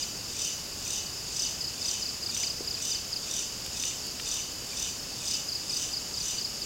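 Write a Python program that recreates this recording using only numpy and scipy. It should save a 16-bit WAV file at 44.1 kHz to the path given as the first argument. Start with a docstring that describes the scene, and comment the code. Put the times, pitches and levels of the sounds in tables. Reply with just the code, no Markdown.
"""Crickets at a night camp

A low rush of air and a steady high trill form the bed, with a far chorus swelling twice a second.
Distant field crickets and one close by chirp in falling 5 kHz syllables, one to each wing closure.
A near bush cricket rasps file over wing in step with the chorus, whose farthest voices come late and dull.
A faint insect pipes on the same beat, and someone shifting in a tent makes a few small ticks."""
import sys
import numpy as np
from scipy import signal
from scipy.fft import rfft, irfft, next_fast_len
from scipy.io import wavfile
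from scipy.ndimage import map_coordinates

SR = 44100
rng = np.random.default_rng(int(sys.argv[2]) if len(sys.argv) > 2 else 0)


def bounce(signal):
    """Save signal as a 16-bit WAV file at the path given by the first command-line argument."""
    frames = np.transpose(np.atleast_2d(signal))
    limited = np.clip(frames, -1, 1)
    pcm = np.round(limited * 32767).astype(np.int16)
    wavfile.write(sys.argv[1], SR, pcm)


N = 293265

# tone colour of the night air: (frequency [Hz], density [dB])
AIR_SPECTRUM = [(15, -11), (30, -4), (62, 1), (110, 0), (200, -2.5), (400, -5), (700, -9), (2000, -13.5),
                (5000, -11.5), (10000, -17), (16000, -19.5)]
# stereo width of the air: (frequency [Hz], side minus mid [dB])
AIR_WIDTH = [(60, -21.5), (250, -18.5), (600, -16), (1500, -13.5), (3000, -35), (5500, -69), (8000, -20.5),
             (12000, -7)]
# tone colour of the steady trill: (frequency [Hz], density [dB])
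TRILL_SPECTRUM = [(2100, -31), (2650, -1.5), (2800, -6), (2980, 0), (3250, -12.5), (4100, -9.5),
                  (4550, -0.5), (4900, 4.5), (5300, 4), (5700, -3), (6800, 3.5), (7300, 2), (7500, -5.5),
                  (7950, -6.5), (10000, -32)]
# the chorus at middle distance: (frequency [Hz], density [dB])
MID_CHORUS_SPECTRUM = [(2000, -23), (2900, -16), (3650, 1), (4100, -11.5), (4900, -16), (5600, -5.5),
                       (5950, -1.5), (6450, -3), (7250, -1), (7500, -3), (7950, -3), (8900, -12.5),
                       (9800, -22), (16000, -45)]
# the chorus from afar: (frequency [Hz], density [dB])
FAR_CHORUS_SPECTRUM = [(1900, -30), (2450, -7.5), (3000, -1), (3300, -21), (3650, -12), (4100, -15),
                       (5600, -9), (5950, -4), (6700, -1), (7250, 2.5), (7500, -13), (8000, -11),
                       (10000, -39)]
# wing tones of the chorus, carrying farthest: (pitch [Hz], width [Hz], level [dB], lag [s])
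CHORUS_TONES = [(2996, 110, -45.5, 0.032), (6060, 200, -41.5, .04), (12000, 190, -60, .005)]
# notes piped around every beat: (time from the crest [s], pitch [Hz], level [dB])
PIPED_NOTES = [(-.11, 2520, -46), (-.08, 2630, -46), (0.044, 2500, -51)]
# chirps of the near field cricket, in bouts: (time [s], syllables [count])
NEAR_CHIRPS = [(.022, 1), (1.357, 4), (1.604, 3), (1.812, 3), (2.019, 3), (2.224, 3), (2.431, 3),
               (2.671, 3), (2.911, 2), (3.124, 2), (5.271, 3), (5.483, 3), (5.692, 3), (5.931, 2),
               (6.136, 3), (6.376, 3), (6.614, 1)]
# calls of the near bush cricket, one to a beat: (time [s], wing strokes [count])
NEAR_RASPS = [(.363, 5), (.849, 5), (1.365, 4), (1.856, 4), (2.345, 4), (2.822, 4), (3.309, 5), (3.769, 5),
              (4.258, 5), (4.769, 3), (5.254, 4), (5.714, 5), (6.200, 5)]
# tone colour of its scrape: (frequency [Hz], density [dB])
SCRAPE_SPECTRUM = [(2400, -35), (3600, -6.5), (4200, -10), (5600, -0.5), (5950, 8.5), (6200, -3),
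                   (6400, -38), (7250, -10), (7500, -10), (8450, -3), (9050, -2.5), (9400, -29),
                   (12000, -22.5), (13000, -19)]
# ticks and bumps in the tent: (time [s], level [dB], pitch [Hz], width [octaves], t60 [s])
TENT_TICKS = [(2.29, -36, 600, 1, 0.03), (2.366, -32.5, 2900, 0.7, 0.022), (2.434, -25, 2800, 1, 0.01),
              (2.607, -32.5, 392, 0.34, 0.035), (3.663, -28, 3950, 1.1, 0.01),
              (3.837, -21, 3700, 0.55, 0.0083), (4.067, -32, 9000, 1.1, .008),
              (4.198, -27, 2660, 0.85, 0.02)]
# decay of the tail from ground and trees: (frequency [Hz], t60 [s])
TREE_DECAY = [(500, 0.22), (4000, 0.73), (10000, 0.21)]

CREST_S, BEAT_S = .45, .4865  # the beat all bush crickets share: one crest's time, and the period


def amp(db):
    """Decibels to gain."""
    return 10 ** (np.asarray(db) / 20)


def unit(x):
    """Scale to rms 1."""
    return x / np.sqrt(np.mean(x ** 2) + 1e-20)


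def along(points, hz):
    """Read a (frequency, value) curve on a log frequency axis."""
    freqs, values = np.transpose(points)
    return np.interp(np.log(hz + 1), np.log(freqs), values)


def wobble(rate):
    """A smooth random modulator, rate knots a second."""
    knots = rng.standard_normal(int(N * rate / SR) + 4)
    return map_coordinates(knots, [np.arange(N) * rate / SR])


def filtered(x, response):
    """Zero-phase EQ; response gives the gain at each frequency."""
    n = x.shape[-1]
    padded = next_fast_len(n + 4096)
    return irfft(rfft(x, padded) * response(np.fft.rfftfreq(padded, 1 / SR)), padded)[..., :n]


def noise(spectrum, n=N):
    """Coloured noise of rms 1."""
    return unit(filtered(rng.standard_normal(n), lambda hz: amp(along(spectrum, hz))))


def add(track, s, sound):
    """Mix a sound into the track at time s."""
    i = round(s * SR)
    if -len(sound) < i < len(track):
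        track[max(i, 0):i + len(sound)] += sound[max(-i, 0):len(track) - i]


def night_air(db):
    """Air moves in a low rush with faint hiss, nearly alike in both ears."""
    mid = noise(AIR_SPECTRUM)
    side = filtered(noise(AIR_SPECTRUM), lambda hz: amp(along(AIR_WIDTH, hz)))
    return amp(db) * np.array([mid + side, mid - side])


def trill(db, flutter_db, drift_db):
    """Countless insects out of step merge into a steady shimmer."""
    return amp(db + flutter_db * wobble(120) + drift_db * wobble(5.3)) * noise(TRILL_SPECTRUM)


def crests():
    """The times at which the shared beat peaks."""
    return np.arange(CREST_S - BEAT_S, N / SR + BEAT_S, BEAT_S)


def swell(lag_s, rise_s, fall_s):
    """The envelope of callers that keep time with the beat, heard lag_s late."""
    t = np.arange(N) / SR - lag_s
    power = sum(np.exp(-np.abs((t - s) / np.where(t < s, rise_s, fall_s)) ** 1.54) for s in crests())
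    return np.sqrt(power)


def chorus(mid_db, far_db, flutter_db, grain_db):
    """Bush crickets' strokes blur into a fluttering rasp; the farthest arrive late and dull."""
    flutter = unit(amp(flutter_db * wobble(110) + grain_db * wobble(900)))
    middle = amp(mid_db) * swell(lag_s=.0018, rise_s=.081, fall_s=.061) * noise(MID_CHORUS_SPECTRUM)
    far = amp(far_db) * swell(lag_s=.042, rise_s=.081, fall_s=.049) * noise(FAR_CHORUS_SPECTRUM)
    for centre, width, db, lag_s in CHORUS_TONES:
        ring = filtered(rng.standard_normal(N), lambda hz: np.exp(-.5 * ((hz - centre) / width) ** 2))
        far += amp(db) * swell(lag_s, rise_s=.041, fall_s=.062) * unit(ring)
    return flutter * middle + far


def undergrowth(x, ripple_db, spacing_hz):
    """Fixed paths past stems and ground favour some narrow bands and cancel others."""
    knots_db = ripple_db * rng.standard_normal(N // 100)
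    return filtered(x, lambda hz: unit(amp(map_coordinates(knots_db, [hz / spacing_hz], mode="mirror"))))


def syllable(start_hz, sag_hz, length_s, peak_at):
    """One wing closure: a pure tone that swells, then sags in pitch as the scraper slows."""
    progress = np.linspace(0, 1, int(length_s * SR))
    hz = start_hz - sag_hz * (.21 * progress + .73 * progress ** 2)
    triangle = np.interp(progress, [0, np.clip(peak_at, .1, .9), 1], [0, 1, 0])
    envelope = np.sin(np.pi / 2 * triangle ** .98)
    return envelope * np.sin(2 * np.pi * np.cumsum(hz) / SR)


def distant_crickets(centre_hz, spread_hz, sag_hz, db, count):
    """Many field crickets chirp in triplets, each with its own pitch, tempo and distance."""
    out = np.zeros(N)
    for own_hz in centre_hz + spread_hz * np.linspace(-1, 1, count):
        distance_gain = amp(rng.normal(0, 1))
        syllable_step_s, chirp_step_s = rng.uniform(.03, .038), rng.uniform(.2, .28)
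        starts = np.cumsum(chirp_step_s * rng.uniform(.85, 1.15, 45)) - rng.uniform(.3, .6)
        for s, effort in zip(starts, rng.standard_normal(len(starts))):
            # a harder push is louder and slightly higher
            tone = amp(2 * effort) * syllable(own_hz + 45 * effort, sag_hz, length_s=.0185, peak_at=.59)
            for k in range(3):
                add(out, s + k * syllable_step_s, distance_gain * tone)
    return amp(db) * unit(out)


def piping_insect(sag_hz):
    """A faint, lower-pitched insect pipes short notes in time with the chorus."""
    out = np.zeros(N)
    for crest in crests():
        for offset, hz, db in PIPED_NOTES:
            note = syllable(hz + rng.normal(0, 54), sag_hz, length_s=.0181, peak_at=.9)
            add(out, crest + offset + rng.normal(0, .015), amp(db + rng.normal(0, 2.6)) * note)
    return out


def field_cricket(start_hz, sag_hz, length_s, peak_at, db):
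    """The near cricket closes its wings a few times a chirp, with even force once warmed up."""
    out, last_chirp_s = np.zeros(N), 0
    syllable_step_s, rest_s, cold_db = .0333, 1, -3.5
    for s, syllables in NEAR_CHIRPS:
        for k in range(round(syllables)):
            cold = k == 0 and s - last_chirp_s > rest_s  # a soft first syllable after a rest
            tone = syllable(start_hz + rng.normal(0, 41), sag_hz, length_s, peak_at)
            add(out, s + k * syllable_step_s, amp(db + cold * cold_db + rng.normal(0, .77)) * tone)
        last_chirp_s = s
    return out


def bite(t, rise_s):
    """The envelope of the file gripping the wing: it peaks at rise_s and dies away."""
    age = t / rise_s
    return (np.maximum(age, 0) * np.exp(1 - np.abs(age))) ** 2


def bush_cricket(tooth_hz, scrape, fresh_grit, bite_s, ring_s, catch_db, catch_s, db):
    """Each stroke drags the same file over the wing: a sharp bite, then a second catch."""
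    out, t = np.zeros(N), np.arange(int(.03 * SR)) / SR
    stroke_step_s = .0271
    lead_s, arch_s, arch_db = .018, .067, 5.5  # the force arches, peaking just ahead of the crest
    teeth = noise(SCRAPE_SPECTRUM, len(t))  # uneven teeth leave a like pattern in every stroke
    for s, strokes in NEAR_RASPS:
        for k in range(round(strokes)):
            start = s + k * stroke_step_s
            off_beat_s = np.abs(start + lead_s - crests()).min()
            stroke_db = db - arch_db * (off_beat_s / arch_s) ** 2
            catch, delay = amp(catch_db + rng.normal(0, .94)), catch_s * rng.uniform(.6, 1.3)
            force = lambda rise_s: np.hypot(bite(t, rise_s), catch * bite(t - delay, rise_s))
            # the file speeds up over the first strokes; the wing's tone outlasts the scrape
            hz = tooth_hz - 130 * np.exp(-k) + rng.normal(0, 47)
            tone = force(ring_s) * np.sin(2 * np.pi * hz * t)
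            grit = unit(teeth + fresh_grit * noise(SCRAPE_SPECTRUM, len(t)))
            add(out, start, amp(stroke_db) * (tone + scrape * force(bite_s) * grit))
    return out


def tree_echoes(send):
    """Ground and trees scatter a short tail."""
    hz, t, spectrum = signal.stft(rng.standard_normal(SR // 3), SR, nperseg=256)
    decay = amp(-60 * t / along(TREE_DECAY, hz)[:, None])
    _, tail = signal.istft(spectrum * decay, SR, nperseg=256)
    return signal.fftconvolve(send, tail / np.linalg.norm(tail))[:N]


def tent_ticks():
    """Cloth and gear give brief, damped snaps as someone shifts."""
    out, t = np.zeros(N), np.arange(SR // 10) / SR
    for s, db, pitch, octaves, t60 in TENT_TICKS:
        band = lambda hz: np.exp(-.5 * (np.log2((hz + 1) / pitch) / octaves) ** 2)
        burst = unit(filtered(rng.standard_normal(len(t)), band))
        add(out, s, amp(db - 60 * t / t60) * burst)
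    return out


def scene():
    """The mix: insects and tent sit dead centre; only the air has some width."""
    air = night_air(db=-42.5)
    bed = trill(db=-41, flutter_db=.87, drift_db=.4)
    bed += chorus(mid_db=-38, far_db=-40.5, flutter_db=1.5, grain_db=2.4)
    bed = undergrowth(bed, ripple_db=2.5, spacing_hz=22.02)
    crowd = distant_crickets(centre_hz=5100, spread_hz=319, sag_hz=686, db=-44.5, count=14)
    piping = piping_insect(sag_hz=180)
    chirps = field_cricket(start_hz=5122, sag_hz=1154, length_s=.022, peak_at=.32, db=-27.5)
    rasps = bush_cricket(tooth_hz=6110, scrape=.74, fresh_grit=1.7, bite_s=.0019, ring_s=.0027,
                         catch_db=-3.5, catch_s=.0043, db=-28.5)
    echoes = tree_echoes(amp(-6) * crowd + amp(-15) * chirps + amp(-8) * rasps)
    return air + bed + crowd + piping + chirps + rasps + echoes + tent_ticks()


def record(dry):
    """A brick-wall low-pass trims the very top."""
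    return filtered(dry, lambda hz: hz < 15870)


dry = scene()
out = record(dry)
bounce(out)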